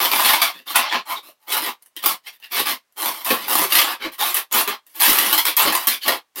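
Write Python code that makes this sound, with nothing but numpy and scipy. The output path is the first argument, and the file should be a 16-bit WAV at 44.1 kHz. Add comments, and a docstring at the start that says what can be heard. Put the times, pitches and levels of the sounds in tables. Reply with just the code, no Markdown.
"""Latex balloons squeak and creak as hands twist and press a balloon figure nearby, in a small room.
Latex sticks and slips on latex hundreds of times a second; each slip rings the skin and the air inside.
A light touch squeals, a hard grip slows to a creak, and stuck spots let go in sudden jerks.
The walls add a short echo, and a faint hush lies behind it all."""
import sys
import numpy as np
from scipy import signal
from scipy.fft import rfft, irfft
from scipy.io import wavfile
from scipy.ndimage import uniform_filter1d

SR = 44100
rng = np.random.default_rng(int(sys.argv[2]) if len(sys.argv) > 2 else 0)


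def to_wav(sig):
    """Store sig (one row per channel, or 1-D mono) as 16-bit WAV at the path in sys.argv[1].

    Samples outside -1..1 are clipped; the rate is SR.
    """
    pcm = np.clip(np.atleast_2d(sig), -1, 1) * 32767
    pcm = np.round(pcm).astype(np.int16)
    wavfile.write(sys.argv[1], SR, pcm.T)  # frames by channels


N = 282240
TIME = np.arange(N) / SR


def gain_of(db):
    """Turns decibels into a number to multiply a sound by."""
    return 10 ** (np.asarray(db) / 20)


def unit_level(x):
    """Scales a sound to an average power of 1."""
    return x / np.sqrt(np.mean(x ** 2) + 1e-20)


def power(x, seconds):
    """How strong a sound is at each moment: its square, averaged over a short time."""
    return np.abs(uniform_filter1d(x ** 2, max(int(seconds * SR), 1))) + 1e-14


def look_up(table, hz):
    """Reads between the rows of a (pitch_hz, value) table, with octaves evenly spaced."""
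    pitches_hz, values = np.transpose(table)
    return np.interp(np.log(hz + 1), np.log(pitches_hz + 1), values)


def wander(per_s):
    """A smooth random curve that changes about per_s times a second."""
    hz = np.fft.rfftfreq(N, 1 / SR)
    return unit_level(irfft(rfft(rng.standard_normal(N)) * np.exp(-(hz / per_s) ** 2), N))


def blend(a, b, share):
    """Mixes two unrelated sounds; share is how much of the power comes from b."""
    return np.sqrt(1 - share) * a + np.sqrt(share) * b


def resonate(x, hz, width_hz):
    """Makes a sound ring at a moving pitch; a smaller width rings longer."""
    turn = np.exp(2j * np.pi * np.cumsum(hz) / SR)
    fade = np.exp(-np.pi * width_hz / SR)
    return (turn * signal.lfilter([np.sqrt(2 * (1 - fade * fade))], [1, -fade], x / turn + 1e-18)).real


def add_ring(x, pitches_hz, width_hz, share):
    """Moves a share of a sound's power into a few ringing pitches, keeping its level."""
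    ring = sum(resonate(x, hz, width_hz) for hz in pitches_hz)
    target = power(x, .03)
    mix = blend(x, ring * np.sqrt(target / power(ring, .03)), share)
    return mix * np.sqrt(target / power(mix, .03))


# The tone of the room's hush. Columns: pitch_hz, relative_db
HUSH_TONE = [(30, -22), (250, -8), (1000, -2), (16000, -15)]
def room_hush(level_db=-56.5):
    """The quiet room: faint, steady noise."""
    tone = gain_of(look_up(HUSH_TONE, np.fft.rfftfreq(N, 1 / SR)))
    return gain_of(level_db) * unit_level(irfft(rfft(rng.standard_normal(N)) * tone, N))


# How long the echo takes to fade by 60 dB. Columns: pitch_hz, fade_s
ECHO_FADES = [(150, 0.16), (1000, 0.21), (4000, 0.2), (14000, 0.15)]
def room_echo(x, first_s=0.0019, bounces_per_s=3000, patterns=5, changes_per_s=28):
    """Sound bounces off the walls and dies away; the pattern of bounces changes as the figure moves."""
    echo, size = np.zeros(N), SR // 2
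    for k in range(patterns):
        signs = rng.choice([-1., 1.], size)
        bounces = signs * (rng.random(size) < bounces_per_s / SR) * (TIME[:size] > first_s)
        hz, t, bands = signal.stft(bounces, SR, nperseg=256)
        fade = gain_of(-60 * t / look_up(ECHO_FADES, hz)[:, None])
        tail = signal.istft(bands * fade, SR, nperseg=256)[1]
        away = np.abs((changes_per_s * TIME - k + patterns / 2) % patterns - patterns / 2)
        weight = np.cos(np.pi / 2 * np.minimum(away, 1))  # each pattern fades into the next
        echo += signal.oaconvolve(x * weight, tail / np.linalg.norm(tail))[:N]
    return echo


# Moments when a balloon sings one note. Columns: start_s, length_s, pitch_hz, level_db
SQUEALS = [(0.522, 0.053, 3500, -42.5), (0.673, 0.03, 3590, -29.5), (0.742, 0.028, 1390, -17.5),
           (0.883, 0.049, 3380, -29.5), (0.91, 0.031, 1770, -24), (1.1, 0.039, 1109, -26),
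           (1.156, 0.028, 3770, -31.5), (1.283, .02, 584, -41.5), (1.671, 0.024, 1049, -27),
           (1.961, 0.036, 3200, -36), (2.263, 0.033, 2733, -39.5), (2.419, 0.041, 2800, -37.5),
           (3.59, 0.047, 287, -31), (4.02, 0.035, 2300, -28), (4.045, 0.03, 255, -29),
           (4.187, 0.061, 3780, -25.5), (4.19, 0.059, 860, -27), (4.67, 0.029, 395, -28.5),
           (4.53, 0.053, 1240, -23.5), (5.072, 0.048, 233, -27), (5.498, 0.023, 3180, -34),
           (5.649, 0.051, 232, -28.5), (6.01, 0.035, 3170, -32.5), (6.018, 0.029, 4600, -29),
           (6.074, 0.043, 580, -22)]
def squeals(slips, width_hz=110, waver=0.03, overtone_step_db=-10, top_hz=5599):
    """The slips lock on to one of a balloon's own notes: a wavering ring with up to three overtones."""
    out = np.zeros(N)
    bend = 1 + waver * wander(45)
    for start_s, length_s, pitch_hz, level_db in SQUEALS:
        span = slice(round(start_s * SR), round((start_s + length_s) * SR))
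        tones_hz = [k * pitch_hz for k in range(1, 5) if k * pitch_hz < top_hz]
        tones = [unit_level(resonate(slips[span], hz * bend[span], width_hz)) for hz in tones_hz]
        ring = sum(gain_of(overtone_step_db * k) * tone for k, tone in enumerate(tones))
        out[span] += gain_of(level_db) * unit_level(ring) * signal.windows.tukey(len(ring), .4)
    return out


# Stuck spots letting go. Air, thump and zip levels are counted from the skin's level.
# Columns: start_s, skin_db, air_db, thump_db, zip_db, fade_s
JERKS = [(0.116, -6.5, -6.5, -27, -1, 0.0006), (0.1341, -5, -3.5, -17, -9, 0.00084),
         (0.161, -11.5, 6, -17, -11, 0.0017), (0.196, -9.5, 6.5, -20, -11, 0.00082),
         (0.247, -14.5, -6, -27, -4, 0.041), (0.29, -12.5, -5, -24, -5, 0.017),
         (0.334, -10.5, -4, -17, -7.5, 0.014), (0.417, -11.5, -3.5, -27.5, -3, 0.017),
         (0.758, -9.5, -6, -27, -1, 0.0092), (1.522, -19, -9.5, -20, -1.5, 0.015),
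         (1.823, -45, -11, -16, 12, 0.0038), (1.86, -42, -2, -20, 10, 0.0024),
         (1.965, -28, -11, -6.5, 8, 0.0013), (2.0597, -13, -4.5, -15, 6, 0.004),
         (2.4, -33.5, -2.5, -23, 3, 0.00072), (2.6, -19, -2.5, 0, 0.5, 0.002),
         (2.924, -52, -8, -23.5, 13, 0.002), (3.247, -27.0, -5, -29, 3, 0.024),
         (3.3042, -12.5, -5, -5, -4, 0.011), (3.482, -21, 1.5, -12, 5, 0.0023),
         (3.722, -11.5, -15, -24, -2, 0.0073), (3.753, -10, -14.5, -24, -1.5, 0.0069),
         (4.3441, -15.5, -1, -16, 9, 0.0013), (4.5259, -22, -8, -14.5, 14, 0.0015),
         (4.676, -22, -4.5, -14.5, -1, 0.018), (4.866, -40.5, -7, -18, 10, 0.0014),
         (5.13, -18.5, -2.5, -22, 8.5, 0.0028), (5.186, -9, -9, -16, 4.5, 0.0025),
         (5.328, -2.5, -8, -29, 0, 0.0009), (5.336, -16.5, -6, -19.5, 0.5, 0.0091),
         (5.378, -14, -6, -25, 1, 0.016), (5.4532, -10, -3, -26, 4, 0.0015),
         (5.467, -13.5, -14, -23, 3, 0.0033), (5.567, -19.5, -7, -21, 7.5, 0.0133),
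         (5.871, -16, -7.5, -15, 6, 0.012), (6.0808, -11.5, -11, -14.5, -3, 0.0088),
         (6.358, -33.5, -8, -19, 8, 0.0028)]
def jerks(base_slips_per_s=430, db_per_octave=15, jitter=.07, boost_db=2.5, slip_count=40):
    """Each jerk is a dying run of slips; gives a row of clicks each for skin, air, thump and zip."""
    clicks = np.zeros((4, N))
    for start_s, skin_db, air_db, thump_db, zip_db, fade_s in JERKS:
        slips_per_s = base_slips_per_s * 2 ** (zip_db / db_per_octave)  # brighter jerks slip faster
        t = np.cumsum(np.exp(jitter * rng.standard_normal(slip_count))) / slips_per_s
        t -= t[0]
        sizes = np.exp(-t / fade_s)
        sizes *= np.sqrt(fade_s * SR / 2) / np.linalg.norm(sizes)  # longer jerks carry more energy
        at = np.round((start_s + t) * SR).astype(int)
        parts_db = boost_db + skin_db + np.array([0, air_db, thump_db, zip_db])
        clicks[:, at[at < N]] += gain_of(parts_db)[:, None] * sizes[at < N]
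    return clicks


# Pushes and twists of the hands. Air, thump and zip levels are counted from the skin's level.
# Columns: start_s, length_s, rise_s, skin_db, air_db, thump_db, zip_db, skin_pitch_hz
RUBS = [(0, 0.059, 0.003, -18, -3, -15.5, -1.0, 3470), (0.05, 0.31, 0.13, -18.5, -1.5, -15.5, 0, 3020),
        (0.369, 0.12, 0.032, -24.5, -3, -22.0, -8, 3130),
        (0.514, 0.096, 0.03, -38.5, -11.5, -9.0, -7.5, 2870),
        (0.651, 0.065, 0.058, -27.0, -2.5, -18.5, -2, 2900),
        (0.742, 0.059, 0.0053, -20.5, 1, -18.0, -6, 2831),
        (0.807, 0.075, 0.0053, -24.5, -2.5, -27.5, -24.5, 3040),
        (0.901, 0.055, 0.018, -19.5, -1, -13.5, -19, 2810.0),
        (1.047, 0.079, 0.077, -26.5, 3.5, -20, -2, 2880), (1.152, 0.032, 0.028, -36.5, -2, -11.5, -9, 3501),
        (1.218, 0.089, 0.015, -43.0, -3.5, -11.0, 1.0, 3860.0),
        (1.386, 0.075, 0.03, -53, 3.5, -18, 3.5, 3320), (1.459, 0.12, 0.11, -20.5, -1.5, -14.0, -0.5, 3130),
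        (1.6, 0.083, 0.017, -24.5, -5, -12.5, -3, 3105),
        (1.959, 0.066, 0.0091, -38.5, -11.5, -18.5, -4.5, 3183),
        (2.023, 0.094, 0.018, -23.5, -2, -17.0, 0, 3300),
        (2.228, 0.065, 0.054, -32.5, -11, -23.0, -6.5, 2853),
        (2.314, 0.039, 0.021, -43.5, -17, -22.5, -0.5, 2783),
        (2.402, 0.062, 0.033, -36.5, -18, -31.0, -9.5, 2810.0),
        (2.496, 0.11, 0.081, -18.0, -7.5, -17.0, -2.5, 3170),
        (2.65, 0.063, 0.016, -19.5, -4.5, -17.5, -3, 3137),
        (2.952, 0.14, 0.099, -23.5, 0.0, -11.5, 2.5, 3093),
        (3.093, 0.13, 0.012, -35.0, -3, -16.0, 0.0, 3301), (3.252, 0.1, 0.015, -25.0, 1.5, -18.5, 0, 2815),
        (3.347, 0.11, 0.021, -31.5, -5, -9.5, -3.5, 3160.0),
        (3.461, 0.181, 0.066, -20.5, 1, -10.5, 4, 3158), (3.681, 0.13, 0.1, -13.0, -6, -21.0, -1.5, 2950),
        (3.822, 0.099, 0.0097, -23.5, -1, -15.5, -6, 2847),
        (3.977, 0.086, 0.06, -27, -5, -13.5, -14, 2480.0), (4.114, 0.028, 0.011, -35.0, -6, -27.0, 0, 3199),
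        (4.178, 0.13, 0.025, -23.0, -3, -17.5, 0.5, 3244),
        (4.33, 0.046, 0.031, -21.0, -2.0, -18.0, 2.5, 2927),
        (4.509, 0.1, 0.037, -18.5, -2.5, -13.0, 2, 2521), (4.643, 0.085, 0.026, -27.5, 0, -16.5, -21, 2809),
        (4.862, 0.084, 0.0042, -50.5, -12, -20.0, 5.5, 2857),
        (4.933, 0.056, 0.027, -38.0, -5, -11.5, 4.5, 2754),
        (4.991, 0.11, 0.023, -15.0, -5.5, -20.5, 2.5, 3174),
        (5.101, 0.27, 0.024, -19.5, -4.5, -13.5, 0, 3162),
        (5.437, 0.055, 0.032, -19.5, -9.5, -18.0, -2.5, 3235),
        (5.569, 0.052, 0.011, -17.5, -0.5, -18.0, 1.0, 3059),
        (5.619, 0.079, 0.03, -18.0, -3.5, -9.5, -5, 2800), (5.716, 0.054, 0.007, -21.5, 1, -16, 0.5, 2641),
        (5.782, 0.071, 0.011, -32, -1, -26.0, 0.5, 2690.0),
        (5.87, 0.064, 0.009, -20.5, -16.5, -21.5, -3, 3484),
        (6.004, 0.064, 0.047, -28.0, -21, -24.5, -3.5, 2976),
        (6.042, 0.099, 0.021, -24.0, 0, -8.0, -5, 2670), (6.354, 0.047, 0.022, -32.5, -4.5, -6, 5, 2780)]
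def rubs(sag_db_per_s=20, stop_db_per_s=700, tail_s=.2, rest_db=-100, rest_hz=2800):
    """Each rub swells, tires and stops; gives the four parts' levels in dB and the skin's pitch."""
    energy = np.full((4, N), gain_of(rest_db) ** 2)
    weighted_pitch = energy[0] * rest_hz
    for start_s, length_s, rise_s, skin_db, *others_db, pitch_hz in RUBS:
        span = (TIME >= start_s) & (TIME < start_s + length_s + tail_s)
        t = TIME[span] - start_s
        swell = np.minimum(t / rise_s, 1)
        fade_db = sag_db_per_s * t + stop_db_per_s * np.maximum(t - length_s, 0)
        parts_db = skin_db + np.r_[0, others_db][:, None] - fade_db
        rub_energy = (swell * gain_of(parts_db)) ** 2
        energy[:, span] += rub_energy
        weighted_pitch[span] += rub_energy[0] * pitch_hz  # where rubs overlap, the stronger one leads
    return 10 * np.log10(energy), weighted_pitch / energy[0]


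def stick_slip(grip_db, usual_slips_per_s=290, usual_grip_db=-16, db_per_octave=13, uneven_db=3):
    """Latex catches and lets go, one click a slip; a harder grip slips less often."""
    octaves = (usual_grip_db - grip_db) / db_per_octave
    octaves = octaves + .55 * wander(28) + .22 * wander(400)  # slow sway and quick jitter
    slips_per_s = np.clip(usual_slips_per_s * 2 ** octaves, 55, 1500)
    slips_so_far = np.floor(np.cumsum(slips_per_s) / SR)
    slips = np.diff(slips_so_far, prepend=0) * np.sqrt(SR / slips_per_s)
    slips *= gain_of(uneven_db * rng.standard_normal(N) + wander(69))
    return slips / np.sqrt(power(slips, .045))


# The tone of one slip of latex. Columns: pitch_hz, relative_db
LATEX_TONE = [(40, -49), (150, -22), (225, -18), (400, -11), (700, -7.5), (1090, -2.5), (1400, -6.5),
              (3440, -6), (7650, -11.5), (12600, -1.5), (15800, -1.5)]
def slip_sound(clicks, low_hz, high_hz, hiss_share, gain_db=-1.5, slide_s=0.00099, size=4096):
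    """Slips click and briefly hiss as they slide, heard through one part of the balloon."""
    fade = np.exp(-1 / (slide_s * SR))
    hiss_power = signal.lfilter([1 - fade], [1, -fade], clicks ** 2 + 1e-20)
    hiss = np.sqrt(hiss_power) * rng.standard_normal(N)
    hz = np.abs(np.fft.fftfreq(size, 1 / SR)) + 1
    edge_cut = np.sqrt((1 + (low_hz / hz) ** 18) * (1 + (hz / high_hz) ** 18))
    tone = gain_of(look_up(LATEX_TONE, hz)) / edge_cut
    # turn that tone into a short ring with a sharp start
    spectrum = np.exp(np.conj(signal.hilbert(np.log(tone + 1e-5))))
    ring = np.fft.ifft(spectrum).real[:size // 2]
    ring /= np.linalg.norm(ring)
    return gain_of(gain_db) * signal.oaconvolve(blend(clicks, hiss, hiss_share), ring)[:N]


def balloons(air_hz=1060, thump_hz=295, zip_hz=12500, light_touch_db=-34, hard_grip_db=-22):
    """Rubs and jerks shake the skin, the air inside, the whole body (thump) and the rubbed spot (zip)."""
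    parts_db, skin_hz = rubs()
    skin_db, _, thump_db, _ = parts_db
    slips = stick_slip(grip_db=thump_db - skin_db)  # a hard grip thumps more
    skin_clicks, air_clicks, thump_clicks, zip_clicks = slips * gain_of(parts_db) + jerks()
    # the skin's notes move as it stretches; a light touch lets them ring most
    notes_hz = np.outer(np.arange(2, 6) / 3, skin_hz * np.exp(.09 * wander(18)))
    ring_share = np.interp(skin_db, [light_touch_db, hard_grip_db], [.8, .25])
    skin = slip_sound(skin_clicks, low_hz=1438.5, high_hz=5599, hiss_share=1)
    skin = add_ring(skin, notes_hz, width_hz=170, share=ring_share)
    skin = add_ring(skin, [skin_hz], width_hz=1700, share=.036)
    # squeezing shifts the air's hollow ring and the body's boom
    air = slip_sound(air_clicks, low_hz=594.5, high_hz=1455, hiss_share=.33)
    air = add_ring(air, [air_hz * np.exp(.08 * wander(20))], width_hz=77, share=.3)
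    thump = slip_sound(thump_clicks, low_hz=42.5, high_hz=562.5, hiss_share=.99)
    thump = add_ring(thump, [thump_hz * np.exp(.23 * wander(20))], width_hz=34, share=.4)
    # the tiny rubbed spot chirps very high as it stretches and lets go
    zips = slip_sound(zip_clicks, low_hz=4920, high_hz=15500, hiss_share=1, gain_db=1.16)
    zips = add_ring(zips, [zip_hz * np.exp(.26 * wander(90))], width_hz=320, share=.29)
    return skin + air + thump + zips + squeals(slips)


def scene(direct_db=-4, echo_db=-3):
    """The balloons, their echo and the room's hush, in one channel."""
    direct = balloons()
    return (gain_of(direct_db) * direct + gain_of(echo_db) * room_echo(direct) + room_hush())[None]


def record(dry, quiet_below_db=-32, range_db=18, max_cut_db=15, ceiling=0.7, top_hz=16050):
    """Turns quiet moments down (a noise gate), flattens the tallest peaks and cuts the highest treble."""
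    level_db = 10 * np.log10(power(dry[0], 0.02))
    cut_db = max_cut_db * np.clip((quiet_below_db - level_db) / range_db, 0, 1)
    clipped = np.clip(dry * gain_of(-cut_db), -ceiling, ceiling)
    low_pass = signal.firwin(401, top_hz, window=("kaiser", 8), fs=SR)
    return signal.oaconvolve(clipped, low_pass[None], "same")


dry = scene()
out = record(dry)
to_wav(out)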